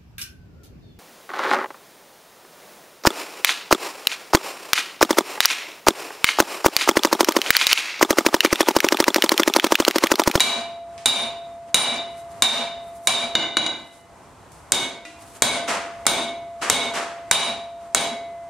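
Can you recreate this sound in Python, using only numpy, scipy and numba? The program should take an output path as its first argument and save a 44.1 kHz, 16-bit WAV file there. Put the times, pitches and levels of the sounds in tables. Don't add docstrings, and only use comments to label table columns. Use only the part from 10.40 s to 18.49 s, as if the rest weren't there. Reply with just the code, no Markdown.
import sys
import numpy as np
from scipy import signal
from scipy.fft import rfft, irfft, next_fast_len
from scipy.io import wavfile
from numba import njit

SR = 44100
rng = np.random.default_rng(int(sys.argv[2]) if len(sys.argv) > 2 else 0)


def unload_audio(sound):
    columns = np.transpose(np.atleast_2d(sound))
    steps = np.round(np.clip(columns, -1, 1) * 32767)
    wavfile.write(sys.argv[1], SR, steps.astype(np.int16))


N = 356769
TAIL = SR
T = np.arange(TAIL) / SR

# t/s, what is struck, force/dB, spot along the face (about -1 to 1)
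BLOWS = [ (.004, "flat", -5, -1), (0.658, "flat", -5, 0.41), (1.344, "flat", -0.5, -0.3),
         (2.022, "flat", -1.5, 0.98), (2.672, "flat", -5.5, -0.44), (2.952, "tap", -7, 1.6),
         (3.169, "tap", -7.5, -1.03), (3.263, "tap", -17, -1.2), (4.320, "askew", -10, 1.3),
         (5.021, "edge", -5, -.1), (5.666, "edge", -5.5, 0.29), (6.299, "edge", -5.5, 0.69),
         (6.912, "flat", -2, -0.45), (7.547, "edge", -9.5, -.9)]
CONTACTS = {"flat": (-2.5, 0), "askew": (4.7, 1), "edge": (-0.514, -.1), "tap": (-7.5, -4)}
# f/Hz, t60/s (before a tap damps it),
# then relative level/dB with the bar flat, with the bar on edge, on the bare face
STEEL_MODES = [ (228.4, 0.41, -38, -32, -27.5), (256.7, 0.14, -26, -18, -23),
               (321.6, 0.12, -35, -24.5, -14.5), (396.8, 0.066, -22, -16.5, -23),
               (600, 0.0048, -32, 2, -25), (1041, 0.084, -19.5, -39, -15.5), (1514, 0.07, -19, -14, -7.5),
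               (2040, 1.75, -51, -40.5, -37), (2093, 0.19, -37.5, -44, -15),
               (2207, 0.23, -23.5, -12.5, -19.5), (2332, 0.079, -10, -14, -9.5),
               (2892, 0.093, -14, -26, -9), (2938, 0.33, -24, -24, -12), (3346, 0.045, -16.5, -7.5, -11),
               (4270, 0.086, -20, -18.5, -16), (4790, 0.072, -15, -21, -14), (4905, 0.1, -22, -18, -19),
               (5400, 0.068, -27, -40.5, -33), (5680, .08, -22.5, -45, -30), (5900, 0.13, -23, -41, -18),
               (6316, 0.047, -15.5, -7, -17), (6860, 0.078, -14.5, -15, -10), (7060, 0.09, -22, -16, -25),
               (7180, 0.11, -15, -12.5, -34), (8250, 0.066, -24, -10.5, -38.5),
               (9270, 0.078, -19, -10.5, -25), (8500, 0.028, -12.5, -6, -20),
               (11970, 0.051, -17.5, -15, -49)]
# f/Hz, t60/s (before a tap damps it),
# relative level/dB flat, on edge, bare face, loudest spot, loss/dB one unit away from it
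SPOT_MODES = [(3673, 0.16, -3, -7, -0.5, 0.96, 3), (3878, 0.076, -1, -5, 1.5, -1.2, 0.42),
              (9080, 0.13, -4, -7, -9, 0, 9)]
# f/Hz, level/(dB per Hz)
CRACK_COLOUR = [(60, -27.5), (200, -14.5), (400, 1.5), (1000, 4), (2200, 6), (3000, -6), (5000, -1),
                (7500, 8), (10000, -3.5), (13000, -10), (16000, -36)]
# f/Hz, level/(dB per Hz)
SHOP_COLOUR = [(50, -16), (130, -6), (230, -2.5), (330, -18), (600, 1.5), (1000, 3.5), (1400, -4),
               (2000, -4.5), (3500, -2), (5000, -7), (8500, -7), (11000, -11.5), (14000, -56)]
# f/Hz, t60/s
SHOP_T60 = [(100, 0.38), (400, 0.71), (1000, 0.58), (3500, 0.5), (8000, 0.38), (15000, 0.21)]
SING_LEVELS = {"flat": -26.5, "askew": -38, "edge": -25.5}
# t/s, length/s, level/dB, brightness/(dB per octave)
DRAGS = [(1.66, 0.39, -58.5, -2), (2.369, 0.55, -58.5, 3), (3.416, .26, -59, -3), (4.766, 0.31, -52, -1.5)]
NUDGE_LEVELS = {"flat": -61.5, "edge": -53.5}
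# f/Hz, level/(dB per Hz)
SCALE_COLOUR = [(300, -10.5), (1500, -1.5), (3000, -1), (5500, 0.5), (8500, 6), (11000, 3), (15000, -8.5)]
# t/s, tick level/dB, brightness/(dB per octave), ring level/dB
CLINKS = [(0.579, -40.5, 2, -71), (4.119, -48.5, 12.5, -82), (4.652, -40, 2.5, -42.5),
          (5.655, -33, -11.5, -47)]
# f/Hz, level/(dB per Hz)
CLINK_COLOUR = [(200, -24), (1200, -7.5), (2500, -3), (4000, -10), (6000, -13), (9000, -17.5), (15000, -44)]
# f/Hz, t60/s, relative level/dB
BAR_MODES = [(313, 0.32, -2.5), (1430, 0.097, 1), (1975, 0.13, 2), (2430, .12, 4.5), (2760, 0.13, 3),
             (3970, .1, -4), (4930, .08, -17)]
# t/s, level/dB, time constant of the rise/s
BANGS = [(5.274, -18.5, 0.014), (6.212, -21, 0.013), (6.533, -21, 0.018)]
# f/Hz, level/(dB per Hz)
BANG_COLOUR = [(60, -39), (200, -5.5), (450, -3), (700, 0), (1200, 2), (2300, -3), (4000, -10),
               (8000, -11.5), (11000, -18.5), (15000, -41)]
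# f/Hz, level/(dB per Hz)
FORGE_COLOUR = [(20, -10), (35, -15.5), (55, 1), (100, 0.5), (160, -3.5), (400, -6), (1000, -3.5),
                (1600, -13), (3000, -21.5), (5000, -25.5), (8500, -25), (12000, -34), (16000, -42)]
# f/Hz, side minus mid level/dB
SIDE_LEVELS = [(60, -11.5), (250, -10), (600, -11.5), (1200, -9), (4000, -6.5), (9000, 0.5)]

HARDEN_DB_PER_S = 1.57
RING_DB, DULL_DB_PER_S = 1.4, 0.53
CRACK_WIDTH = 0.62
BOOM_HZ, BOOM_DB, BOOM_DELAY_S, BOOM_LENGTH_S = 235.6, -35, 0.14, 0.087
SING_HZ, SING_T60_S, TAP_CHOKE_DB = 682.1, 3.55, 2.6
NUDGE_LEAD_S, NUDGE_LENGTH_S, NUDGE_TILT_DB = 0.17, 0.21, -7.5
TOP_HZ = 16300


def hammering():
    out = np.zeros((2, N))
    swell = np.sin(np.pi * np.clip(T / BOOM_LENGTH_S, 0, 1)) ** 2
    boom = amp(BOOM_DB) * swell * np.sin(2 * np.pi * BOOM_HZ * T)
    for s, struck, force_db, spot in BLOWS:
        add(out, s, amp(force_db) * blow(s, struck, spot))
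        if struck in ("flat", "edge"):
            add(out, s + BOOM_DELAY_S, boom[None])
    return out


def blow(s, struck, spot, crack_t60=0.017):
    crack_db, tilt_db = CONTACTS[struck]
    column = {"flat": 0, "askew": 1, "edge": 1, "tap": 2}[struck]
    modes = [(hz, t60, levels[column]) for hz, t60, *levels in STEEL_MODES]
    for hz, t60, *levels, best_spot, loss_db in SPOT_MODES:
        modes.append((hz, t60, levels[column] - loss_db * (spot - best_spot) ** 2))

    crack = noise(CRACK_COLOUR, TAIL, tilt_db) * fade(crack_t60)
    crack = amp(crack_db + HARDEN_DB_PER_S * s) * crack
    crack = narrow(crack, CRACK_WIDTH)
    shop = reverberation(SHOP_COLOUR, tilt_db) * (1 - fade(0.064))
    if struck == "tap":
        damped = [(hz, t60 * 0.62, db) for hz, t60, db in modes]
        body = ring(damped, wet_db=-4.0) + amp(-16.5) * shop
    else:
        ring_level = amp(RING_DB - DULL_DB_PER_S * s)
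        body = ring_level * ring(modes, wet_db=2.5) + amp(-6.5) * shop
    return (crack + body) * (1 - fade(0.0019))


def ring(modes, wet_db, build_s=0.08, width=0.67):
    direct = np.zeros(TAIL)
    for hz, t60, db in modes:
        direct += amp(db) * np.sin(2 * np.pi * (hz * T + rng.random())) * fade(t60)
    walls = reverberation([(4000, 3.0), (9000, -2.5), (12000, 3.5)])
    walls = narrow(walls * (1 - fade(build_s)), width)
    energy = np.sum(walls ** 2) / 2
    walls = walls * amp(wet_db) / np.sqrt(energy)
    return direct + signal.fftconvolve(walls, direct[None], axes=1)[:, :TAIL]


def singing():
    t = np.arange(N) / SR
    level = np.zeros(N)
    for s, struck, *_ in BLOWS:
        after = t >= s
        if struck == "tap":
            level[after] *= amp(-TAP_CHOKE_DB)
        else:
            level[after] = amp(SING_LEVELS[struck]) * fade(SING_T60_S, t[after] - s)
    return level * np.sin(2 * np.pi * SING_HZ * t)


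def bar():
    out = np.zeros((2, N))
    slides = list(DRAGS)
    for s, struck, *_ in BLOWS[1:]:
        if struck in NUDGE_LEVELS:
            slides.append((s - NUDGE_LEAD_S, NUDGE_LENGTH_S, NUDGE_LEVELS[struck], NUDGE_TILT_DB))
    for s, length, db, tilt_db in slides:
        n = int(length * SR)
        grains = amp(1.2 * walk(400, n) + 4.0 * walk(35, n))
        swell = np.sqrt(np.hanning(n))
        add(out, s, amp(db) * noise(SCALE_COLOUR, n, tilt_db) * grains * swell)
    for s, db, tilt_db, ring_db in CLINKS:
        tick = noise(CLINK_COLOUR, TAIL, tilt_db) * (fade(0.014) + 0.5 * fade(0.69))
        add(out, s, amp(db) * tick + amp(ring_db) * ring(BAR_MODES, wet_db=-4.0))
    return out


def far_bangs():
    out = np.zeros((2, N))
    for s, db, rise in BANGS:
        clatter = amp(0.47 * walk(120, TAIL))
        swell = 1 - np.exp(-T / rise)
        add(out, s, amp(db) * reverberation(BANG_COLOUR, stretch=1.23) * clatter * swell)
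    return out


def forge():
    level_db = -49.0 + 0.23 * walk(4, N) + 1.7 * walk(9.1, N)
    return noise(FORGE_COLOUR, N) * amp(level_db)


def reverberation(colour, tilt_db=0, stretch=1):
    spectrum = rfft(noise(colour, TAIL, tilt_db))
    hz = np.arange(spectrum.shape[1]) * SR / TAIL
    centres, t60s = np.transpose(SHOP_T60)
    echoes = np.zeros((2, TAIL))
    for pick, t60 in zip(np.eye(len(centres)), t60s):
        share = along(np.transpose([centres, pick]), hz)
        echoes += irfft(spectrum * share, TAIL) * fade(t60 * stretch)
    return echoes


def noise(colour, size, tilt_db=0):
    n = next_fast_len(size, True)
    hz = np.arange(n // 2 + 1) * SR / n
    octaves = np.log2(np.maximum(hz / 2000, 1 / 4))
    gain = amp(along(colour, hz) + tilt_db * octaves)
    mid, side = rfft(rng.standard_normal((2, n))) * gain / np.sqrt(np.mean(gain ** 2))
    side = side * amp(along(SIDE_LEVELS, hz))
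    return irfft(np.array([mid + side, mid - side]), n)[:, :size]


def narrow(stereo, width):
    return width * stereo + (1 - width) * stereo.mean(axis=0)


def walk(rate, size):
    knots = rng.standard_normal(int(size / SR * rate) + 2)
    return 1.2 * np.interp(np.arange(size) / SR * rate, np.arange(len(knots)), knots)


def fade(t60, t=T):
    return np.exp(-np.log(1000) * t / t60)


def amp(db):
    return 10 ** (np.asarray(db) / 20)


def along(points, hz):
    f, value = np.transpose(points)
    return np.interp(np.log(hz + 1), np.log(f), value)


def add(out, s, sound):
    i = max(int(s * SR), 0)
    out[:, i:i + sound.shape[1]] += sound[:, :N - i]


def scene():
    return hammering() + singing() + bar() + far_bangs() + forge()


@njit
def follow(x, attack, release):
    out, e = np.empty(len(x)), 0.
    for i in range(len(x)):
        e += (x[i] - e) * (attack if x[i] > e else release)
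        out[i] = e
    return out


def record(dry, threshold_db=-23, ratio=6, attack_s=0.013, release_s=0.02):
    envelope = follow(np.abs(dry).mean(axis=0), 1 / (attack_s * SR), 1 / (release_s * SR))
    gain = np.maximum(envelope / amp(threshold_db), 1) ** (1 / ratio - 1)
    rounded = 0.8 * np.tanh(dry * gain / 0.8)
    band = signal.butter(3, [42, 14000], "bandpass", fs=SR, output="sos")
    top = signal.ellip(10, 0.2, 80, TOP_HZ, fs=SR, output="sos")
    return signal.sosfilt(top, signal.sosfilt(band, rounded))


dry = scene()
out = record(dry)
unload_audio(out)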